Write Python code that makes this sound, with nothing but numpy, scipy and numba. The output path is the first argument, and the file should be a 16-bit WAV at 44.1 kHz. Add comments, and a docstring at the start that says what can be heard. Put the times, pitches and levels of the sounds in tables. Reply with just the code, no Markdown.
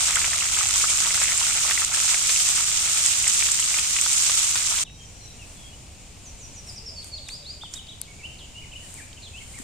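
"""Meat frying, then a quiet canal bank

Steam bubbles burst in a pan as short ringing grains; spits, pops and cracks add louder grains and noise bursts.
At 4.838 s the frying stops and a canal bank remains: a warbler, far birds and a dove are gliding tones with
diffuse tails, and dry grass rustles, snaps and knocks nearby as shaped noise and grains.
Filtered noise gives a low rumble and fluttering insect bands under both places."""
import sys
import numpy as np
from scipy import signal
from scipy.fft import rfft, irfft, next_fast_len
from scipy.io import wavfile
from scipy.ndimage import uniform_filter1d
from numba import njit

SR = 44100
rng = np.random.default_rng(int(sys.argv[2]) if len(sys.argv) > 2 else 0)


def dump_mix(stems):
    """Bounce the given channels to the path in sys.argv[1] as a 16-bit WAV at rate SR."""
    frames = np.atleast_2d(stems).T  # one column per channel
    limited = np.clip(frames, -1, 1)  # hard clip at full scale
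    pcm = np.round(limited * 32767).astype(np.int16)
    wavfile.write(sys.argv[1], SR, pcm)


N = 424683
FRY_END_S = 4.838

# Colour of the bubbles through pan and microphone. Each row: frequency in Hz, relative gain in dB.
FIZZ_COLOUR = [(180, -49), (300, -18.5), (469, -28), (632, -16.5), (1000, -12.5), (1310, -6), (1680, -11.5),
               (2220, -6), (4450, -9), (7430, 0.5), (8770, -2), (10300, -18.5), (14600, -20.5),
               (15600, -38)]
# Stereo balance of the bubbles. Each row: frequency in Hz, left minus right in dB.
FIZZ_PAN = [(300, 4), (700, 3), (1300, 0), (3300, -0.5), (7000, -4), (8800, 1.5), (15000, 0)]


def undb(db):
    """Amplitude factor for a level in dB."""
    return 10 ** (np.asarray(db) / 20)


def unit(x):
    """Scale to an RMS of 1 over all channels."""
    return x / np.sqrt(np.mean(x ** 2))


def on_log(table, hz):
    """Read a (Hz, value) table on a log-frequency axis."""
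    f, v = np.transpose(table)
    return np.interp(np.log(np.maximum(hz, 1)), np.log(f), v)


def colour(x, table, balance=((1, 0), (2, 0))):
    """Filter two channels by a gain table in dB and a left-minus-right table in dB."""
    size = next_fast_len(N)
    hz = np.arange(size // 2 + 1) * SR / size
    tilt_db = on_log(balance, hz) / 2
    gain = undb(on_log(table, hz) + np.array([tilt_db, -tilt_db]))
    return irfft(rfft(x, size) * gain, size)[:, :N]


def walk(rate_hz):
    """Random levels held 1 / rate s and slewed twice; spread near 1."""
    hold = int(SR / rate_hz)
    steps = np.repeat(rng.standard_normal(N // hold + 1), hold)
    return 1.3 * uniform_filter1d(uniform_filter1d(steps, hold), hold)[:N]


@njit
def add(out, start, hz, cycles, size, glide):
    """Each grain swells for about a cycle, rings down over its cycles and rises in pitch if glide > 0."""
    for k in range(len(hz)):
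        first = int(np.ceil(start[k]))
        for i in range(int(6 * cycles[k] * SR / hz[k])):
            if 0 <= first + i < len(out):
                turns = (first + i - start[k]) * hz[k] / SR
                fade = np.exp(-turns / cycles[k]) * (1 - np.exp(-2 * turns))
                bend = 1 + glide * turns / cycles[k]
                out[first + i] += size[k] * fade * np.sin(2 * np.pi * turns * bend)


def grains(s, hz, cycles, size, pan_db, lag_s=0.0, glide=0.0):
    """Decaying tones at two microphone ports, each port with its own level and arrival time."""
    out, zero = np.zeros((2, N)), np.zeros(len(s))
    for side, sign in enumerate((.5, -.5)):
        start = (s + sign * lag_s) * SR
        add(out[side], start, hz + zero, cycles + zero, size * undb(sign * pan_db), glide)
    return out


def bursts(s, peak_db, hz, pan_db, length_s, width=1.096):
    """Decaying noise from hz / width to hz * width, largely alike at the two ports."""
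    out, t = np.zeros((2, N)), np.arange(900) / SR
    for when, db, centre, pan, length in np.broadcast(s, peak_db, hz, pan_db, length_s):
        edges_hz = [centre / width, min(centre * width, .45 * SR)]
        band = signal.butter(2, edges_hz, "bandpass", fs=SR, output="sos")
        shared, left, right = rng.standard_normal((3, len(t)))
        noise = shared + 0.096 * np.array([left, right])
        burst = signal.sosfilt(band, noise * np.exp(-t / length))
        burst *= undb(db + np.array([[pan], [-pan]]) / 2) / np.abs(burst).max(axis=1, keepdims=True)
        i = int(when * SR)
        out[:, i:i + len(t)] += burst[:, :N - i]
    return out


def background():
    """Distant noise whose left-right likeness varies with frequency; it drifts slowly in level."""
    # Each row: frequency in Hz, left-right correlation 0-1.
    likeness = [(25, 0.65), (60, 1), (290, 0.75), (700, 0.56), (1300, 0), (2400, 0.66), (4400, 0.23),
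                (8000, 0.026)]
    # Distant rumble and leaves. Each row: frequency in Hz, relative gain in dB.
    bank = [(20, -7.5), (81, -4), (181, -14.5), (373, -23), (690, -23.5), (1020, -27.5), (1300, -30.5),
            (1800, -32), (2500, -24.5), (3500, -29), (5300, -28), (6800, -27.5), (9000, -26.5),
            (10200, -41), (15600, -46)]
    bank_pan = [(100, -0.6), (250, 2.5), (1300, 2.0), (4400, 1.5)]  # Hz, left minus right dB
    mid, side = rfft(rng.standard_normal((2, N + N % 2)))
    like = np.clip(on_log(likeness, np.arange(len(mid)) * SR / 2 / len(mid)), 0, 1)
    mid, side = mid * np.sqrt(1 + like), side * np.sqrt(1 - like)
    noise = irfft(np.array([mid + side, mid - side]))[:, :N]
    return unit(colour(noise, bank, bank_pan)) * undb(-44 + 0.67 * walk(2.86))


def insects():
    """Far choruses: narrow noise bands with a fast random flutter in level."""
    # Each row: centre in Hz, width in Hz, mean level in dB, level changes per s, end in s of a 1 s fade-out.
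    choruses = [(5800, 120, -54, 28, 6), (7100, 890, -55, 25, 12)]
    out, t = np.zeros((2, N)), np.arange(N) / SR
    for hz, width_hz, db, rate_hz, end_s in choruses:
        edges_hz = [hz - width_hz / 2, hz + width_hz / 2]
        band = signal.butter(2, edges_hz, "bandpass", fs=SR, output="sos")
        shimmer = unit(signal.sosfilt(band, rng.standard_normal((2, N))))
        out += shimmer * undb(db + 2 * walk(rate_hz)) * np.clip(end_s - t, 0, 1)
    return out


def air():
    """Insects and background; sound above about 700 Hz is turned down briefly around 4.875 s."""
    dip_s, dip_half_s, dip_depth = 4.875, 0.11, 0.52
    sound = insects() + background()
    treble = signal.sosfilt(signal.butter(1, 700, "highpass", fs=SR, output="sos"), sound)
    dip = dip_depth * np.exp(-((np.arange(N) / SR - dip_s) / dip_half_s) ** 2)
    return sound - dip * treble


def sing(table):
    """Stretch syllables over each note's length and pitch range: rows (s, Hz, dB), and whether it rasps."""
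    # Syllable shapes by name. Each row: share of length, place from low to high pitch 0-1, dB re note level.
    # drop: steep fall, levels out; slide: lingers, falls, swells; flick: fall that dies away;
    # hook: held, snapped upward; tick: dip, long rise; arch: up and over; rasp: buzzy fall; rise: swelling climb.
    syllables = { "drop": [(0, 1, -10.5), (.6, .09, -4), (1, 0, -7)], "slide": [(0, 0.89, -5),
                 (.3, 0.8, -3.5), (1, 0, 0.5)], "flick": [(0, 1, 5), (.4, 0.5, -1), (1, 0, -5)],
                 "hook": [(0, .3, -9), (.6, 0.07, 3), (.84, .04, -3), (1, 0.86, 2)], "tick": [(0, .37, -10),
                 (.25, 0, -7), (.43, .45, -1.5), (.8, .76, 1), (1, 0.98, -5)], "arch": [(0, 0.08, -2),
                 (.22, 0.92, 2.5), (.42, 0.98, 1), (1, 0, 0.5)], "rasp": [(0, 0.95, -7), (.4, .12, -1),
                 (1, 0, -2)], "rise": [(0, 0.01, -8), (.45, .3, 3), (1, 1, 3)], }
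    notes = []
    for start_s, length_s, low_hz, high_hz, db, name in table:
        note = [(start_s + at * length_s, low_hz + (high_hz - low_hz) * place, db + offset_db)
                for at, place, offset_db in syllables[name]]
        notes.append((note, name == "rasp"))
    return notes


def whistles(notes, edge_s, pan_db):
    """Gliding tones with soft ends, slightly husky in pitch and level; rasped notes shake more in pitch."""
    out, waver = np.zeros(N), 1 + .011 * walk(400)
    shake = .07 * walk(900)  # share of pitch
    for note, rasps in notes:
        s, hz, db = np.transpose(note)
        i = np.arange(int((s[0] - edge_s) * SR), min(int((s[-1] + edge_s) * SR), N))
        ends = np.clip(np.minimum(i - i[0], i[-1] - i) / (2 * edge_s * SR), 0, 1)
        pitch_hz = np.interp(i / SR, s, hz) * (waver[i] + rasps * shake[i])
        phase = 2 * np.pi * np.cumsum(pitch_hz) / SR
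        out[i] += np.sqrt(2) * undb(np.interp(i / SR, s, db)) * ends * np.sin(phase)
    return out * undb(2.0 * walk(90)) * undb([[pan_db / 2], [-pan_db / 2]])


def among_trees(x, t60_s, wet_db):
    """Trunks scatter the sound into a short, diffuse tail."""
    t = np.arange(int(t60_s * SR)) / SR
    tail = rng.standard_normal((2, len(t))) * undb(-60 * t / t60_s) * np.clip(t / 0.0036, 0, 1)
    tail /= np.sqrt(np.sum(tail ** 2, axis=1, keepdims=True))
    mono = x.mean(axis=0, keepdims=True)
    return x + undb(wet_db) * signal.fftconvolve(mono, tail, axes=1)[:, :N]


def far_birds_and_dove():
    """Softer-edged distant tones; the dove's are the low ones."""
    # Each row of both: start in seconds, length in seconds, low Hz, high Hz, nominal dry level in dB, syllable.
    far_notes = [ (4.845, 0.055, 2610, 3850, -47.5, "drop"), (4.85, 0.15, 3770, 3840, -61, "flick"),
                 (4.98, 0.051, 3140, 3230, -49, "slide"), (5.01, 0.027, 6730, 6850, -54, "rise"),
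                 (5.21, 0.13, 3760, 4220, -56, "flick"), (5.39, 0.044, 2580, 2900, -49, "slide"),
                 (5.57, 0.13, 3270, 3420, -49, "drop"), (5.71, 0.045, 2870, 3020, -58, "rise")]
    dove_notes = [(6.815, 0.079, 390, 460, -60, "arch"), (6.9, 0.06, 572, 650, -57, "arch"),
                  (7.145, 0.074, 535, 636, -56, "arch"), (7.39, .06, 552, 603, -61, "arch"),
                  (7.54, .06, 573, 610, -64, "arch")]
    far = whistles(sing(far_notes), edge_s=0.0068, pan_db=1.7)
    dove = whistles(sing(dove_notes), edge_s=0.01396, pan_db=1.5)
    return among_trees(far + dove, t60_s=0.29, wet_db=0.5)


def warbler():
    """Quick high song of gliding syllables with a tail from the trees."""
    # Each row: start in seconds, length in seconds, low Hz, high Hz, nominal dry level in dB, syllable.
    song = [ (6.235, 0.066, 5820, 7460, -44, "drop"), (6.385, 0.075, 5690, 7890, -40, "drop"),
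            (6.53, 0.072, 5620, 7760, -40, "drop"), (6.67, 0.034, 4750, 5850, -41, "slide"),
            (6.76, 0.031, 4720, 5900, -38.5, "slide"), (6.86, 0.042, 4690, 5760, -36.5, "slide"),
            (6.96, 0.049, 4410, 5210, -39, "hook"), (7.018, 0.022, 3170, 4740, -45.5, "flick"),
            (7.115, 0.043, 4305, 5200, -37.5, "hook"), (7.173, 0.017, 3150, 4900, -42, "flick"),
            (7.26, 0.11, 3420, 5380, -38.5, "tick"), (7.425, 0.1, 3430, 5160, -39.5, "tick"),
            (7.61, 0.057, 2970, 3620, -44.5, "arch"), (7.75, 0.05, 2880, 3810, -44, "arch"),
            (7.868, 0.0061, 3480, 5050, -43, "slide"), (7.882, 0.055, 2930, 3910, -46, "arch"),
            (8.01, 0.061, 2900, 5010, -54, "flick"), (8.075, 0.046, 2170, 2273, -54, "arch"),
            (8.19, 0.029, 2120, 2470, -46, "slide"), (8.228, 0.034, 2530, 3100, -41.5, "rise"),
            (8.3, 0.048, 2650, 3180, -58, "arch"), (8.38, 0.077, 2900, 4730, -46.5, "rasp"),
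            (8.545, 0.052, 2776, 2980, -46.5, "rise"), (8.615, 0.037, 2020, 2510, -50.5, "arch"),
            (8.716, 0.025, 2510, 3050, -43, "arch"), (8.752, 0.017, 2770, 3090, -41, "rise"),
            (8.82, 0.055, 1770, 2010, -53, "drop"), (8.96, 0.051, 1564, 2590, -47.5, "slide"),
            (9.005, 0.029, 2320, 2410, -51.5, "rise"), (9.168, 0.017, 2630, 3180, -46.5, "slide"),
            (9.225, 0.057, 3040, 4430, -44.5, "slide"), (9.218, 0.041, 3900, 4500, -46, "rasp"),
            (9.33, 0.06, 2490, 3165, -46.5, "rise"), (9.405, 0.023, 2060, 2260, -51, "arch"),
            (9.535, .018, 2060, 2200, -53, "rise"), (9.553, 0.04, 1710, 2480, -49, "slide")]
    return among_trees(whistles(sing(song), edge_s=0.0034, pan_db=-0.48), t60_s=.6, wet_db=-0.88)


def grass():
    """Dry stalks: rustles of tiny uneven noise crackles, snaps as noise bursts, dull knocks as damped tones."""
    # Rustle swells. 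Each row: centre in seconds, half length in seconds, level in dB.
    rustles = [(5.55, 0.18, -51), (6.702, 0.065, -47.5), (7.07, 0.042, -44), (7.317, 0.05, -44.5),
               (7.76, 0.038, -43.5), (8.937, 0.14, -43.5), (9.587, 0.2, -43)]
    # Rustle colour. Each row: frequency in Hz, relative gain in dB.
    leaves = [(3500, -5.5), (6000, -5), (7200, 5.5), (9000, 5.5), (10200, -7.5), (15000, -18)]
    # Snapping stalks. Each row: start in seconds, peak in dB, centre in Hz, left minus right in dB, decay in s.
    snap_rows = [(4.898, -41, 2400, 3, .002), (5.429, -41, 5500, 0, .002), (7.0444, -29, 8300, 10, 0.0013),
                 (7.286, -27, 6580, -9, 0.0043), (7.289, -28.5, 2460, 5, 0.00175),
                 (7.738, -23, 6300, -10, 0.0044), (8.0153, -20, 8880, 20, 0.00074),
                 (8.941, -27, 8400, 6, 0.00074), (9.13, -36, 3500, -12, .001),
                 (9.588, -28, 7400, 5, 0.0011)]
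    # Each row: start in seconds, nominal level in dB, pitch in Hz, left minus right in dB, decay in cycles.
    knock_rows = [(7.634, -33, 1340, 4, 2.5), (7.636, -27.5, 880, 3, 1.9), (9.599, -34, 252, 25, 1.3)]
    t = np.arange(N) / SR
    crackle_db = np.minimum(3.7 * rng.exponential(size=N), 18) + walk(55)
    crackle = rng.standard_normal((2, N)) * undb(crackle_db)
    swell = sum(undb(db) * np.exp(-((t - s) / half_s) ** 2) for s, half_s, db in rustles)
    rustle = unit(colour(crackle, leaves)) * swell
    s, peak_db, hz, pan_db, length_s = np.transpose(snap_rows)
    snaps = bursts(s, peak_db, hz, pan_db, length_s, width=1.26)
    snaps += bursts(s, peak_db - 13, 1500, 0, length_s, width=2.3)  # duller body
    s, level_db, hz, pan_db, cycles = np.transpose(knock_rows)
    return rustle + snaps + grains(s, hz, cycles, undb(level_db), pan_db)


def bubbling(count, lo_hz, hi_hz, cycles, scatter_db, spread_s, clump, clumps_per_s):
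    """Bubbles all over the pan, coloured, RMS 1; they come in clumps, and a few are much larger."""
    when, pitch, length = rng.random((count, 3)).T
    pan, lag = rng.standard_normal((count, 2)).T
    busy = np.cumsum(np.exp(clump * walk(clumps_per_s))[:int(FRY_END_S * SR)])
    s = np.interp(when * busy[-1], busy, np.arange(len(busy)) / SR)
    hz = lo_hz * (hi_hz / lo_hz) ** pitch
    # small bubbles ring briefly, so hit harder
    size = hz * undb(scatter_db * np.minimum(rng.exponential(size=count), 4.5))
    sound = grains(s, hz, cycles * (.5 + length), size, 4.4 * pan, spread_s * lag, glide=0.028)
    return unit(colour(sound, FIZZ_COLOUR, FIZZ_PAN))


def sizzle():
    """Fine fizz follows the heat, coarse bubbling the juice under the meat; ticks barely ring."""
    # Each row: time in seconds, fizz level in dB, coarse bubbling re fizz in dB, both before trims.
    heat = [(0.05, -23, -9.5), (0.19, -26, -6), (0.8, -24.5, -10), (1.95, -24.5, -8), (2.44, -23, -19),
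            (2.59, -24, -11), (3.35, -23.5, -17), (3.53, -24.5, -37), (3.78, -27, -8.5), (4.11, -23, -27),
            (4.4, -23.5, -19), (4.76, -25.5, -9.5)]
    lull_start_s, lull_end_s, lull_db = 1.852, 1.94, -4  # brief drop after a sharp crack
    drying_hz, drying_db_per_s = 2100, -0.5  # deeper bubbles thin out as the juice boils off
    s, fizz_db, coarse_db = np.transpose(heat)
    t = np.arange(N) / SR
    fizz_db, coarse_db = np.interp(t, s, fizz_db), np.interp(t, s, coarse_db)
    fizz_db = fizz_db + 0.64 * walk(11) + lull_db * ((t > lull_start_s) & (t < lull_end_s))
    fine = bubbling(count=42000, lo_hz=2770, hi_hz=13400, cycles=0.5, scatter_db=1.0,
                    spread_s=0.000309, clump=.2, clumps_per_s=70)
    coarse = bubbling(count=4000, lo_hz=361, hi_hz=3680, cycles=1.24, scatter_db=2.8,
                      spread_s=0.000093, clump=.6, clumps_per_s=90)
    ticks = bubbling(count=1200, lo_hz=1500, hi_hz=9700, cycles=0.37, scatter_db=3.5,
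                     spread_s=0.00015, clump=.8, clumps_per_s=110)
    fine = fine * undb(fizz_db + 0.33)
    coarse = coarse * undb(fizz_db + coarse_db - 3.5)
    deep = signal.sosfiltfilt(signal.butter(2, drying_hz, fs=SR, output="sos"), coarse)
    coarse = coarse + deep * (undb(drying_db_per_s * (t - FRY_END_S / 2)) - 1)
    return fine + coarse + ticks * undb(fizz_db - 11.0)


def spits():
    """Loud spits of fat: a cavity rings a few cycles over a broad thump and a spray of noise."""
    # Each row: start in seconds, nominal ring level in dB, bubble pitch in Hz, left minus right in dB.
    spit_rows = [(0.158, -12, 2130, 6), (0.168, -13.5, 1450, 4), (0.174, -15, 1930, -8),
                 (0.216, -17, 2100, -2.5), (0.244, -9.5, 2240, 4), (0.332, -13, 1780, 1),
                 (0.81, -14, 2400, -2.5), (0.84, -13.5, 1310, 8), (1.107, -15.5, 2040, -7),
                 (1.176, -17.5, 1400, 5), (1.243, -15, 2100, 4), (1.291, -15.5, 1900, 0),
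                 (1.319, -17, 2180, 9), (1.406, -14.5, 2740, -2), (1.776, -11, 2030, 4),
                 (1.942, -19, 1700, 1), (2.144, -12, 2170, 8), (2.361, -12, 2700, 0.5), (2.4, -16, 2900, 2),
                 (3.242, -12, 2620, -1), (3.269, -13.5, 2100, -5), (3.424, -15.5, 2300, 19),
                 (3.625, -12, 2940, -1), (3.742, -12, 2330, 2), (3.787, -13, 2540, 9),
                 (3.964, -12, 2550, 3), (3.987, -17, 2470, 13), (4.174, -25, 2710, 1.5)]
    s, level_db, hz, pan_db = np.transpose(spit_rows)
    ring = grains(s, hz, 3, undb(level_db), pan_db, glide=0.0032)
    thump = grains(s, 0.48 * hz, 1.17, undb(level_db - 12), pan_db)
    spray = bursts(s, level_db - 10.0, hz, pan_db, 0.007, width=1.4)
    return ring + thump + spray


def pops():
    """Broad pops: a grain too brief to ring, then a splutter of noise."""
    # Each row: start in seconds, nominal level in dB, centre in Hz.
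    pop_rows = [(0.085, -17, 1200), (0.317, -18, 1300), (1.005, -27, 400), (1.058, -18.5, 1000),
                (1.144, -14, 1400), (1.215, -17.5, 795), (1.71, -9.5, 1500), (2.079, -15, 1200),
                (2.293, -14, 1310), (3.487, -13.5, 1400), (4.062, -14.5, 1170), (4.296, -15.5, 1010),
                (4.556, -13.5, 1100)]
    pan_db = 3.5
    s, level_db, hz = np.transpose(pop_rows)
    pop = grains(s, hz, 0.45, undb(level_db), pan_db)
    return pop + bursts(s, level_db - 0.5, 2.08 * hz, pan_db, 0.0052, width=2.5)


def cracks():
    """Exploding droplets: a short high ring with a narrow noise burst."""
    # Each row: start in seconds, nominal ring level in dB.
    crack_rows = [(0.156, -2), (0.566, -10), (0.6883, -7), (0.972, -8), (1.2012, -9), (1.2381, -4),
                  (1.3768, -4), (1.8477, -6), (2.229, -12), (2.4892, -3), (2.6903, -15), (3.0618, 0.5),
                  (3.279, 0), (3.3368, -4.5), (3.5174, -3), (3.601, -3), (3.7938, -7), (4.013, -1.5),
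                  (4.131, -4), (4.223, -5), (4.562, -11)]
    hz, cycles, pan_db = 7600, 5.4, -2
    s, level_db = np.transpose(crack_rows)
    return grains(s, hz, cycles, undb(level_db), pan_db) + bursts(s, level_db - 13.0, hz, pan_db, 0.0029)


def frying():
    """Sizzle with spits, pops and cracks standing out; it stops abruptly."""
    return (sizzle() + spits() + pops() + cracks()) * (np.arange(N) / SR < FRY_END_S)


def scene():
    """Frying, then the bank's birds and grass, over continuous air."""
    return air() + far_birds_and_dove() + warbler() + grass() + frying()


def record(dry):
    """The phone rounds the loudest peaks (tanh) and cuts the top (steep low-pass)."""
    top_hz = 15550
    return signal.sosfilt(signal.ellip(12, .3, 90, top_hz, fs=SR, output="sos"), np.tanh(dry))


dry = scene()
out = record(dry)
dump_mix(out)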